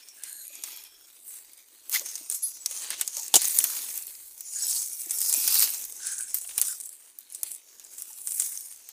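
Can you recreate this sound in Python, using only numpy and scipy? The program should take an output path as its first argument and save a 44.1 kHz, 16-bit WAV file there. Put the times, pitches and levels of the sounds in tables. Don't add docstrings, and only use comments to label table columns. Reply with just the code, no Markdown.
import sys
import numpy as np
from scipy import signal
from scipy.fft import rfft, irfft, next_fast_len
from scipy.io import wavfile
from scipy.ndimage import uniform_filter1d, map_coordinates

SR = 44100
rng = np.random.default_rng(int(sys.argv[2]) if len(sys.argv) > 2 else 0)


def gain_from_db(level_db):
    decades = np.asarray(level_db, float) / 20
    return 10 ** decades


def master_out(mix):
    frames = np.transpose(np.atleast_2d(mix))
    ceiling = np.clip(frames, -1, 1)
    pcm = np.round(ceiling * 32767).astype(np.int16)
    wavfile.write(sys.argv[1], SR, pcm)


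N = 393352

# (time [s], level [dB])
BREEZE = [(0, -91), (1.8, -84), (2.3, -84), (3.3, -83), (4.25, -74), (4.6, -98.5), (5.2, -87), (5.5, -77),
          (5.8, -81), (6.2, -79), (6.6, -80), (6.9, -92.5), (8.1, -87), (8.45, -78), (8.92, -92)]
# (frequency [Hz], level [dB])
GUST_SPECTRUM = [(15, 1), (40, 0), (100, -4), (140, -10), (200, -25)]
# (time [s], peak [dB])
JOLTS = [(3.357, -40), (3.371, -40), (5.339, -58), (5.384, -59), (5.478, -52), (5.602, -50), (6.212, -63),
         (6.262, -62), (6.579, -47), (6.614, -53), (2.3, -78)]
# (time [s], peak [dB], pitch [Hz])
KNOCKS = [(0.503, -53, 580), (2.014, -41, 550), (2.209, -48, 307), (2.708, -47, 543), (3.172, -42.5, 573),
          (3.3405, -22, 814), (3.361, -26.5, 347), (5.375, -41, 288), (2.3, -51, 413), (5.066, -44.5, 340),
          (5.344, -43, 645), (5.635, -41, 465), (6.35, -53.5, 398), (6.448, -54, 700), (6.576, -46.5, 336),
          (8.103, -50.5, 870)]
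# (start [s], end [s], level [dB], pitch [Hz])
SCRAPES = [(0, .2, -68.5, 2400), (0, 0.197, -71, 3380), (0, 0.224, -59, 5400), (0.203, 0.602, -59, 4140),
           (4.535, 4.614, -38, 6950), (4.45, 4.53, -43.5, 9740), (2.05, 2.143, -41, 6350),
           (3.93, 4, -48, 6450), (0.45, 1.003, -60.5, 2450), (0.553, 1.11, -58, 3310),
           (0.595, 1.16, -57.5, 5400), (0.165, 0.472, -59, 1644), (0.226, 0.947, -55, 6800),
           (0.225, 0.96, -51.5, 11640), (.23, 0.507, -51.5, 8670), (1.956, 1.973, -29, 2060),
           (3.166, 3.235, -54, 870), (4.457, 4.524, -46, 7150), (4.555, 4.75, -54.5, 1620),
           (4.617, 4.827, -62, 893), (4.642, 4.803, -51, 3200), (5.048, 5.186, -58.5, 1920),
           (5.334, 5.46, -45, 2510), (5.99, 6.322, -51, 1567), (6.673, 6.76, -54.5, 1490)]
# (frequency [Hz], level [dB], t60 [s])
BUCKLE_MODES = [(5593, -2, .2), (7788, 0, .2), (9300, -8, .08), (12485, -3, .15), (13650, -3, .15),
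                (14950, -8, .12)]
# (time [s], level [dB], attack [s], favoured pitch [Hz])
JINGLES = [(2.6, -50.5, 0.0073, 7800), (0.084, -59, .001, 5700), (4.068, -55, .002, 8400),
           (4.07, -60, .002, 13100), (4.1, -56, .002, 12400), (4.55, -55, .003, 13650),
           (4.59, -50, .003, 13100), (4.618, -41.5, 0.0034, 5593), (4.644, -42, .003, 12485),
           (5.05, -54, 0.0019, 13650), (4.5, -55, .003, 13800), (4.619, -38, 0.0024, 7640),
           (4.679, -32, 0.0027, 7200), (4.995, -51, 0.004, 7788), (5.11, -45, 0.0031, 13100),
           (5.134, -38, .003, 13100), (5.37, -34, 0.0028, 12485), (6.83, -51, 0.017, 7700)]
# (frequency [Hz], level [dB], t60 [s])
BLADE_MODES = [(3520, -19, .2), (4250, -15, .45), (4853, -11, .4), (5416, -15, .25), (5983, -13, .3),
               (7717, -13, .12), (9052, -5, .22), (10240, 2, .17), (11265, -2, .17), (12175, 3, .14),
               (13080, -13, .12), (13925, -13, .12), (14780, -9, .25)]
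# (time [s], level [dB], attack [s], favoured pitch [Hz])
TOUCHES = [
    (2.326, -43, 0.015, 10240),
    (2.343, -47, .003, 11265),
    (2.352, -48, .003, 12175),
    (2.424, -41, 0.0028, 11265),
    (2.428, -32.5, 0.0086, 10240),
    (2.467, -43, 0.0025, 11500),
    (2.498, -52, .002, 11800),
    (2.536, -45, 0.0035, 5800),
    (2.335, -54, .004, 4853),
]
# (time [s], level [dB], t60 [s])
CHOP_STEPS = [
    (3.34, -19, 0.056),
    (3.355, -23.5, 0.022),
    (3.365, -29, 0.04),
]
# (frequency [Hz], width [Hz], level [dB])
STEM_MODES = [(356, 390, 0), (860, 350, 2.5), (3090, 670, 4.5), (7200, 7500, -0.5)]
# (time [s], peak [dB], ring [Hz])
TICKS = [(0.2959, -26, 9200), (0.3286, -23, 8700), (0.36, -34, 9100), (0.4517, -29, 9100),
         (0.4693, -24, 9000), (0.4795, -24, 11500), (0.6232, -27, 11900), (0.7629, -23, 12000),
         (0.7723, -24, 12100), (0.8383, -28, 11500), (1.1271, -41, 13900), (1.2015, -36, 9100),
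         (1.2712, -32, 9700), (1.3551, -33, 9800), (1.4549, -37, 9000), (1.5752, -35, 9100),
         (1.9275, -16, 6800), (1.9601, -14, 6160), (1.9951, -15.5, 6400), (2.0884, -18, 6470),
         (2.1156, -30, 6550), (2.1399, -39, 6740), (2.1459, -26, 6500), (2.1599, -18.5, 6200),
         (2.18, -27, 6400), (2.3471, -17, 7350), (2.621, -30, 8400), (2.7743, -17, 6300),
         (2.988, -34, 8950), (3.144, -25, 9600), (3.1815, -19, 6640), (3.1964, -15, 6900),
         (3.2311, -18, 6600), (3.2641, -22, 8000), (3.3332, -33, 8800), (3.4823, -14, 10000),
         (3.5084, -15, 9200), (3.5845, -13, 9700), (3.605, -19, 3020), (3.7697, -24, 11600),
         (3.9034, -22, 6100), (3.9405, -23, 9500), (3.9567, -21, 13500), (4.0242, -21.5, 7600),
         (4.036, -26, 14220), (4.0683, -21, 13600), (4.152, -32, 5100), (4.3785, -29, 10400),
         (4.5341, -21, 9400), (4.5956, -17.5, 9800), (4.668, -12, 10600), (4.7282, -15, 5700),
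         (4.7775, -24, 8100), (4.8274, -15, 10000), (4.875, -20, 8400), (4.9323, -18, 9100),
         (4.9682, -27, 8900), (5.0175, -20, 8200), (5.0596, -24, 7870),
         (5.0972, -16, 8100), (5.1856, -13, 8300), (5.1897, -13, 7900), (5.2263, -13, 8800),
              (5.4766, -2, 14700), (5.5245, -10, 11900), (5.5429, -5, 14200), (5.5887, -4, 13100),
              (5.623, -6, 14200), (5.6603, -22, 7900), (5.7036, -11, 12800), (5.7445, -19, 5600),
              (5.8407, -18.5, 6600), (5.8509, -17, 14400), (6.069, -12.5, 8650), (6.119, -18, 9000),
              (6.122, -20, 8300), (6.1823, -16.5, 7200), (6.189, -19, 9600), (6.3168, -27, 9100),
              (6.3714, -17, 13700), (6.3852, -15, 13300), (6.4133, -20.5, 8400), (6.4744, -20, 9100),
              (6.5987, -13, 13900), (6.6277, -19, 8400), (6.658, -30, 7100), (6.7823, -27, 14000),
              (6.8074, -23, 8700), (6.8113, -22, 8800), (6.8367, -24, 8340), (6.8572, -20, 9500),
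              (6.8616, -24, 13500), (6.8917, -22, 8940), (6.9285, -28, 10700), (7.187, -20, 14800),
              (7.198, -38, 12400), (7.301, -31, 9700), (7.3232, -23.5, 10700), (7.3301, -31, 11200),
              (7.358, -26, 8900), (7.517, -15.5, 9500), (7.5353, -31, 9800), (7.5427, -27, 10000),
              (7.5485, -22, 10000), (7.561, -27, 9800), (7.8411, -32, 9500), (7.848, -27, 7500),
              (7.9366, -30, 10400), (7.987, -26, 8100), (7.9993, -24, 9600), (8.1305, -26, 7100),
              (8.2163, -23, 9400), (8.3092, -17, 9300), (8.4213, -11, 7950), (8.4946, -22, 14300),
              (8.5745, -18, 6400), (8.7124, -36, 9600), (8.7336, -38, 11300), (8.761, -32, 6300)]
# (time [s], peak [dB], ring [Hz])
STALKS = [(.236, -17.5, 9000), (.5536, -24, 6700), (1.8959, -14, 14600), (2.1547, -15.5, 6350),
          (2.2994, -10.5, 9100), (2.66, -6.5, 5900), (3.0769, -10, 6570), (3.2808, -17.5, 8300),
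          (3.4535, -7, 6800), (3.482, -11.5, 9900), (3.5878, 1.5, 9500), (3.976, -12, 12700),
          (4.4072, -17, 15400), (4.7124, -17, 7200), (5.2156, -7.5, 8700), (5.327, -5, 7550),
          (5.339, -6, 7670), (5.5942, -2.5, 10900), (5.6032, -5.5, 13700), (5.9232, -22, 8500),
          (6.208, -15, 8900), (6.6147, -2, 11000), (6.8013, -20.5, 8800), (7.1876, -25, 11700),
          (7.4317, -8.5, 10800), (7.983, -21, 7660), (8.021, -16.5, 10700), (8.3202, -12.5, 8300),
          (8.6074, -21, 12100)]
# (time [s], peak [dB], ring [Hz])
HUSKS = [(.0862, -29.5, 5900), (2.313, -14, 6650), (2.3233, -12.5, 8360), (2.345, -18, 8460),
         (2.3517, -19, 7800), (2.423, -26, 7300), (2.433, -28, 7750), (3.1686, -11.5, 6700),
         (3.356, 5, 7300), (3.363, -1.5, 6600), (5.1084, -9.5, 8350), (5.205, -12.5, 13400),
         (5.2949, -10, 10600), (6.3434, -6, 13900), (7.207, -30, 13700), (7.3479, -19.5, 8060),
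         (8.2722, -11, 8630), (8.3982, -6.5, 7530)]
# (time [s], peak [dB], ring [Hz])
STICKS = [(.6371, -12, 6750), (1.533, -33, 10200), (1.927, -17, 6600), (1.942, -11, 13300),
          (1.9591, -14.5, 5900), (2.06, -16.5, 9300), (2.7107, -18, 10000), (2.904, -10.5, 8750),
          (3.0115, -4, 8250), (3.3435, -6, 9200), (3.4179, -9.5, 9050), (3.4435, -11, 10500),
          (3.6408, -2.5, 13200), (4.8267, -24, 9600), (5.4775, -7, 5600), (5.4797, -8, 9900),
          (5.5535, -5.5, 14500), (6.5787, -7, 9200), (6.5805, -8.5, 14400), (5.6225, -5.5, 15000),
          (5.6915, -16, 9000), (6.6213, -11, 10500), (7.7966, -27.5, 6860), (8.4204, -15.5, 8000),
          (8.8888, -24, 14100)]
# (time [s], peak [dB], ring [Hz])
TAPS = [
    (2.9055, -24, 1900),
    (2.916, -25, 1700),
    (2.929, -23, 2100),
    (2.94, -27, 2300),
    (5.6732, -23.5, 9000),
    (6.448, -38, 2920),
    (6.491, -32, 2800),
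    (6.509, -33.5, 2880),
]
# (frequency [Hz], level [dB])
CRACK_SPECTRUM = [(1000, -21.5), (3000, -34), (5500, -6.5), (9000, 3.5), (12500, -6), (16500, -3)]
WOOD_SPECTRUM = [(200, -40), (500, -15), (1200, -9), (2500, -5.5), (4000, -3.5), (7000, -6.5)]
# (frequency [Hz], level [dB])
LEAF_SPECTRUM = [(6000, -50), (7500, -2.5), (8800, 2), (10300, 0), (11300, -27), (13000, -26)]
FLAKE_SPECTRUM = [(9500, -28), (11000, -1), (12000, -4), (14000, 0.5), (15500, -4), (17000, -6)]
BARK_SPECTRUM = [(3600, -56), (4600, -13), (5500, -2), (6800, 3), (7600, -7), (9000, -27)]
TWIG_SPECTRUM = [(800, -8), (1300, -7.5), (2200, -2.5), (3300, -2.5), (4200, 1), (5000, 0)]
SOIL_SPECTRUM = [(140, -37), (220, -1), (350, 3.5), (700, 0.5), (1100, -5), (1600, -17), (2500, -48)]
# (peak time [s], rise [s], fall [s], leaves [dB], flakes over leaves [dB])
BRUSHES = [(.28, 0.2, 0.48, -48.5, -7), (.66, .05, 0.18, -48, 4), (1.33, 0.14, 0.11, -43.5, -3),
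           (1.95, 0.043, 0.061, -33.5, 4), (2.09, 0.09, 0.2, -40.5, -3), (2.33, .05, 0.087, -41, -5),
           (2.46, 0.096, 0.15, -44, -17), (2.73, 0.08, 0.7, -39.5, -6), (3.2, 0.12, 0.1, -42, 0),
           (3.47, 0.13, 0.72, -34, 1.5), (3.92, 0.42, 0.13, -45.5, -5), (4.58, 0.091, 0.33, -33.5, -20),
           (4.7, 0.13, .28, -33, -2.5), (5.13, 0.13, .1, -38.5, -7), (5.25, 0.11, 0.45, -31.5, -3),
           (5.58, 0.62, 0.29, -30.5, 3), (6.08, 0.11, 0.42, -34.5, -15), (6.37, 0.056, 0.35, -40.5, -5),
           (6.68, 0.12, 0.1, -31.5, -2.5), (6.84, 0.072, 0.2, -43.5, -9), (7.34, 0.035, 0.07, -51, -31),
           (7.52, 0.11, 0.069, -39.5, -4), (8.02, 0.16, 0.53, -46.5, -2.5), (8.42, 0.28, 0.3, -34, -3)]
# (peak time [s], rise [s], fall [s], bark [dB], twigs over bark [dB])
CRUSHES = [(0.0, 0.12, 0.047, -56, -1), (.26, 0.084, 0.1, -54, 1), (.7, 0.26, 0.18, -50, 0),
           (1.33, 0.059, 0.095, -57.5, -2), (1.95, 0.027, 0.054, -29.5, -3.5), (2.09, 0.082, 0.2, -41, -9),
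           (2.33, 0.1, 0.43, -47, -18), (2.72, 0.058, 0.27, -38.5, -11), (2.91, 0.2, 0.17, -42, -1),
           (3.2, 0.18, 0.12, -38, -13.5), (3.38, 0.04, 0.38, -35, -7.5), (3.75, 0.58, 0.37, -41, -3.5),
           (4.66, 0.2, 0.32, -32.5, -17), (5.13, 0.15, 0.078, -47.5, -4.5), (5.25, 0.17, 0.28, -35, -26),
           (5.56, 0.34, 0.27, -28.5, -9.5), (6.07, 0.11, 0.17, -38, -11.5), (6.37, 0.19, 0.12, -43.5, -12),
           (6.68, 0.21, 0.12, -38.5, -11), (7.34, .05, 0.068, -55.5, -9), (7.46, 0.038, 0.17, -56, 1),
           (8.05, 0.46, 1, -53, -8.5), (8.42, 0.081, 0.29, -40.5, -13.5), (8.91, 0.29, 0.12, -55, -6.5)]
REST_DB = [-61.5, -61, -64.5, -65]
# (start [s], end [s], delay [ms], level [dB])
ECHOES = [
    (0.213, 1.008, 2.44, -17),
    (0.26, 1.008, 3.07, -11),
    (4.625, 5.427, 2.15, -9.5),
    (6.673, 6.768, 1.62, -9),
    (8.295, 8.734, 1.4, -22),
]


def unit(x):
    return x / np.sqrt(np.mean(x ** 2) + 1e-20)


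def wobble(rate):
    coarse = np.arange(0, N + 32, 32)
    knots = rng.standard_normal(int(N * rate / SR) + 4)
    return np.interp(np.arange(N), coarse, map_coordinates(knots, [coarse * rate / SR]))


def filtered(x, response):
    m = next_fast_len(len(x) + 8192)
    return irfft(rfft(x, m) * response(np.fft.rfftfreq(m, 1 / SR)), m)[:len(x)]


def colour(points):
    f, db = np.transpose(points)
    return lambda hz: gain_from_db(np.interp(np.log(hz + 1), np.log(f), db, -120, -120))


def band(hz, width):
    return lambda f: 1j * f * width / (hz * hz - f * f + 1j * f * width)


def noise(count, response):
    m = next_fast_len(count)
    white = rng.standard_normal(m)
    return unit(irfft(rfft(white) * response(np.fft.rfftfreq(m, 1 / SR)), m))[:count]


def place(out, s, sound):
    out[round(s * SR):][:len(sound)] += sound


def breeze():
    lumps = gain_from_db(3.9 * wobble(7.1))
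    s, db = np.transpose(BREEZE)
    level = gain_from_db(np.interp(np.arange(N) / SR, s, db))
    return level * unit(filtered(lumps * rng.standard_normal(N), colour(GUST_SPECTRUM)))


def jolts():
    lead = SR // 100
    out, t = np.zeros(N), np.arange(-lead, lead) / SR
    push = np.exp(-(t / 0.00071) ** 2)
    for s, db in JOLTS:
        out[round(s * SR) - lead:][:len(t)] += gain_from_db(db) * push
    return out


def knocks():
    out, t = np.zeros(N + SR), np.arange(SR // 5) / SR
    push = t / 0.0031 * np.exp(-t / 0.0034)
    for s, db, hz in KNOCKS:
        tone = np.sin(2 * np.pi * hz * t) + 0.33 * np.sin(2 * np.pi * 2.1 * hz * t)
        place(out, s, gain_from_db(db + 4.5) * push * tone)
    return out[:N]


def scrapes():
    out = np.zeros(N + SR)
    for s, end, db, hz in SCRAPES:
        u = np.linspace(0, 1, max(round((end - s) * SR), 2))
        ring = band(hz, 200 + 0.035 * hz)
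        rub = noise(max(len(u), SR // 4), lambda f: ring(f) ** 2)
        place(out, s, gain_from_db(db) * rub[:len(u)] * np.sin(np.pi * u ** 0.54))
    grit = gain_from_db(3.2 * wobble(60))
    return out[:N] * grit


def rings(modes, hits, scatter_db):
    out, t = np.zeros(N + SR), np.arange(SR // 2) / SR
    hz, level_db, t60 = np.transpose(modes)[..., None]
    for s, db, attack, favoured_hz in hits:
        strength, phase = rng.standard_normal((2, len(modes), 1))
        favour_db = 15 * np.exp(-((hz - favoured_hz) / 650) ** 2)
        strike_db = level_db + favour_db + scatter_db * strength
        tones = gain_from_db(strike_db - 60 * t / t60) * np.sin(2 * np.pi * (hz * t + phase))
        place(out, s, gain_from_db(db) * (1 - np.exp(-t / attack)) * tones.sum(0))
    return out[:N]


def buckle():
    return rings(BUCKLE_MODES, JINGLES, scatter_db=0.75)


def blade():
    return rings(BLADE_MODES, TOUCHES, scatter_db=0.72)


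def chop():
    t = np.arange(N) / SR
    bite = sum(gain_from_db(db - 60 * np.maximum(t - s, 0) / t60) * (t >= s) for s, db, t60 in CHOP_STEPS)

    def stem(f):
        modes = [(-1) ** k * gain_from_db(db) * band(hz, width)(f) for k, (hz, width, db) in enumerate(STEM_MODES)]
        return sum(modes) * f / (f + 200)

    return 4.2 * filtered(bite * rng.standard_normal(N), stem)


def ticks():
    out, t = np.zeros(N + SR), np.arange(SR // 40) / SR
    t60 = 0.011
    shape = gain_from_db(-60 * t / t60) * (1 - np.exp(-t / 0.00022))
    hz = np.fft.rfftfreq(len(t), 1 / SR)
    broad = 0.25 * colour(CRACK_SPECTRUM)(hz)
    for s, db, ring_hz in TICKS:
        tone = band(ring_hz, 0.096 * ring_hz)(hz) + broad
        tick = shape * irfft(rfft(rng.standard_normal(len(t))) * tone, len(t))
        place(out, s, gain_from_db(db - 3.0) * tick / np.max(np.abs(tick)))
    return out[:N]


def snap(hz, t60, wood_db):
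    t = np.arange(SR // 8) / SR
    rise = 1 - np.exp(-t / 0.00032)
    spike = gain_from_db(14 - 60 * t / .005)
    ring_decay = gain_from_db(-60 * t / max(t60, .004))
    tail = gain_from_db(-13 - 60 * t / 0.07)
    matter = 0.48 * noise(len(t), colour(CRACK_SPECTRUM)) + 0.6 * noise(len(t), band(hz, 0.086 * hz))
    crack = rise * (spike + ring_decay + tail) * matter
    wood_shape = gain_from_db(wood_db + 2.0 - 60 * t / 0.063) * (1 - np.exp(-t / 0.00057))
    wood = noise(len(t), colour(WOOD_SPECTRUM)) * wood_shape
    return 0.81 * crack / np.max(np.abs(crack)) + 0.37 * wood


def snaps():
    out = np.zeros(N + SR)
    # (events, t60 [s], wood [dB])
    for events, t60, wood_db in [(STALKS, 0.025, -29), (HUSKS, 0.071, -26.5), (STICKS, 0.036, -18), (TAPS, 0.023, -3.5)]:
        for s, db, hz in events:
            place(out, s, gain_from_db(db) * snap(hz, t60, wood_db))
    return out[:N]


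def patchy(x, patchy_db, streak_db):
    z = signal.stft(x, nperseg=256)[2]

    def smooth(bins, frames):
        rough = rng.standard_normal(z.shape)
        return unit(uniform_filter1d(uniform_filter1d(rough, size=bins, axis=0), size=frames, axis=1))

    gain = gain_from_db(patchy_db * smooth(8, 14) + streak_db * smooth(2, 60))
    return signal.istft(z * gain, nperseg=256)[1][:N]


def crackle(count, spread_db, t60):
    draw = rng.random((count, 2))
    energy = gain_from_db(-spread_db * np.log(draw[:, 1] + .01)) ** 2
    kicks = np.bincount((draw[:, 0] * N).astype(int), energy, N)
    dying = signal.lfilter([1], [1, -10 ** (-6 / (t60 * SR))], kicks)
    return unit(np.sqrt(np.abs(uniform_filter1d(dying, size=40))))


def grains(count, size, low_hz, high_hz, cycles, spread_db):
    draw, k = rng.random((count, 3)), np.arange(size)
    turns = low_hz * (high_hz / low_hz) ** draw[:, 1:2] * k / SR
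    shape = np.sin(2 * np.pi * turns) * turns * np.exp(-turns / cycles) * (1 - k / size)
    shape = shape * gain_from_db(-spread_db * np.log(draw[:, 2:] + .01))
    at = (draw[:, :1] * N).astype(int) + k
    return unit(np.bincount(at.ravel(), shape.ravel(), N + size)[:N])


def pushes(rows, rests_db):
    edge_db, roundness = 15.5, 1.29
    t, power = np.arange(0, N, 64) / SR, 0
    for s, rise, fall, db, over_db in rows:
        away = np.abs(t - s) / np.where(t < s, max(rise, .01), max(fall, .01))
        power = power + gain_from_db(db - edge_db * away ** roundness + np.array([[0], [over_db]])) ** 2
    return [np.interp(np.arange(N) / SR, t, 10 * np.log10(p + gain_from_db(db) ** 2))
            for p, db in zip(power, rests_db)]


def thicken(thin, source, level_db):
    half_db, span_db, pitch = -36.5, 10.5, 0.75
    heavy = np.clip(.5 + (level_db - half_db) / span_db, 0, 1) * np.pi / 2
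    thick = unit(filtered(source[::-1], lambda hz: colour(BARK_SPECTRUM)(hz / pitch)))
    return np.cos(0.56 * heavy) * thin + np.sin(0.47 * heavy) * thick


def rustle():
    breaks = crackle(count=3000, spread_db=2.8, t60=.01)
    clumps = wobble(30)
    bits = grains(count=12000, size=200, low_hz=4990, high_hz=15420, cycles=8.2, spread_db=3.0)
    levels_db = pushes(BRUSHES, REST_DB[:2]) + pushes(CRUSHES, REST_DB[2:])
    twigs_db = levels_db[-1]
    levels_db.append(-70 + 0.73 * uniform_filter1d(twigs_db - twigs_db.mean(), size=round(0.23 * SR)))
    effort = np.clip((levels_db[0] + 88) / 24, .1, 1)
    # (spectrum, share of breaks, clumps [dB], patches [dB], streaks [dB], ringing bits [dB])
    kinds = [(LEAF_SPECTRUM, .4, 1.8, 1.5, 2.5, -6), (FLAKE_SPECTRUM, .45, 1.8, 1.5, 2.5, -6),
             (BARK_SPECTRUM, .35, 1.8, 1.5, 2.5, -8), (TWIG_SPECTRUM, .5, 1.6, 1.2, 2.2, -30),
             (SOIL_SPECTRUM, .3, 1.2, 1.4, 1.2, -30)]
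    out = np.zeros(N)
    for level_db, (spectrum, share, clump_db, patchy_db, streak_db, bits_db) in zip(levels_db, kinds):
        share = np.clip(share * effort, 0, 1)
        gate = np.sqrt(1 - share + share * breaks ** 2)
        source = patchy(gate * rng.standard_normal(N), patchy_db, streak_db)
        source = source + gain_from_db(bits_db) * effort * bits
        sound = unit(filtered(source, colour(spectrum)))
        if spectrum is BARK_SPECTRUM:
            sound = thicken(sound, source, level_db)
        out += gain_from_db(level_db + clump_db * effort * clumps) * sound
    return out


def echoed(x):
    out, t = x.copy(), np.arange(N) / SR
    for s, end, ms, db in ECHOES:
        fade = np.clip(np.minimum(t - s, end - t) / .02, 0, 1)
        delay = ms / 1000 * (1 + .015 * wobble(12))
        out += gain_from_db(db) * fade * np.interp(t - delay, t, x)
    return out


def scene():
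    around = breeze() + jolts() + knocks() + scrapes()
    metal = buckle() + blade() + chop()
    brush = ticks() + snaps() + echoed(rustle())
    return (around + metal + brush)[None]


def band_limit(x):
    return signal.sosfilt(signal.butter(12, 16630, fs=SR, output="sos"), x)


def record(dry):
    top_hz = 15600
    x = filtered(dry[0], lambda hz: gain_from_db(-38 * np.clip((hz - top_hz) / 250 + .5, 0, 1)))
    held = x / (1 + np.abs(x / .8) ** 6) ** (1 / 6)
    return band_limit(held[None])


dry = scene()
out = record(dry)
master_out(out)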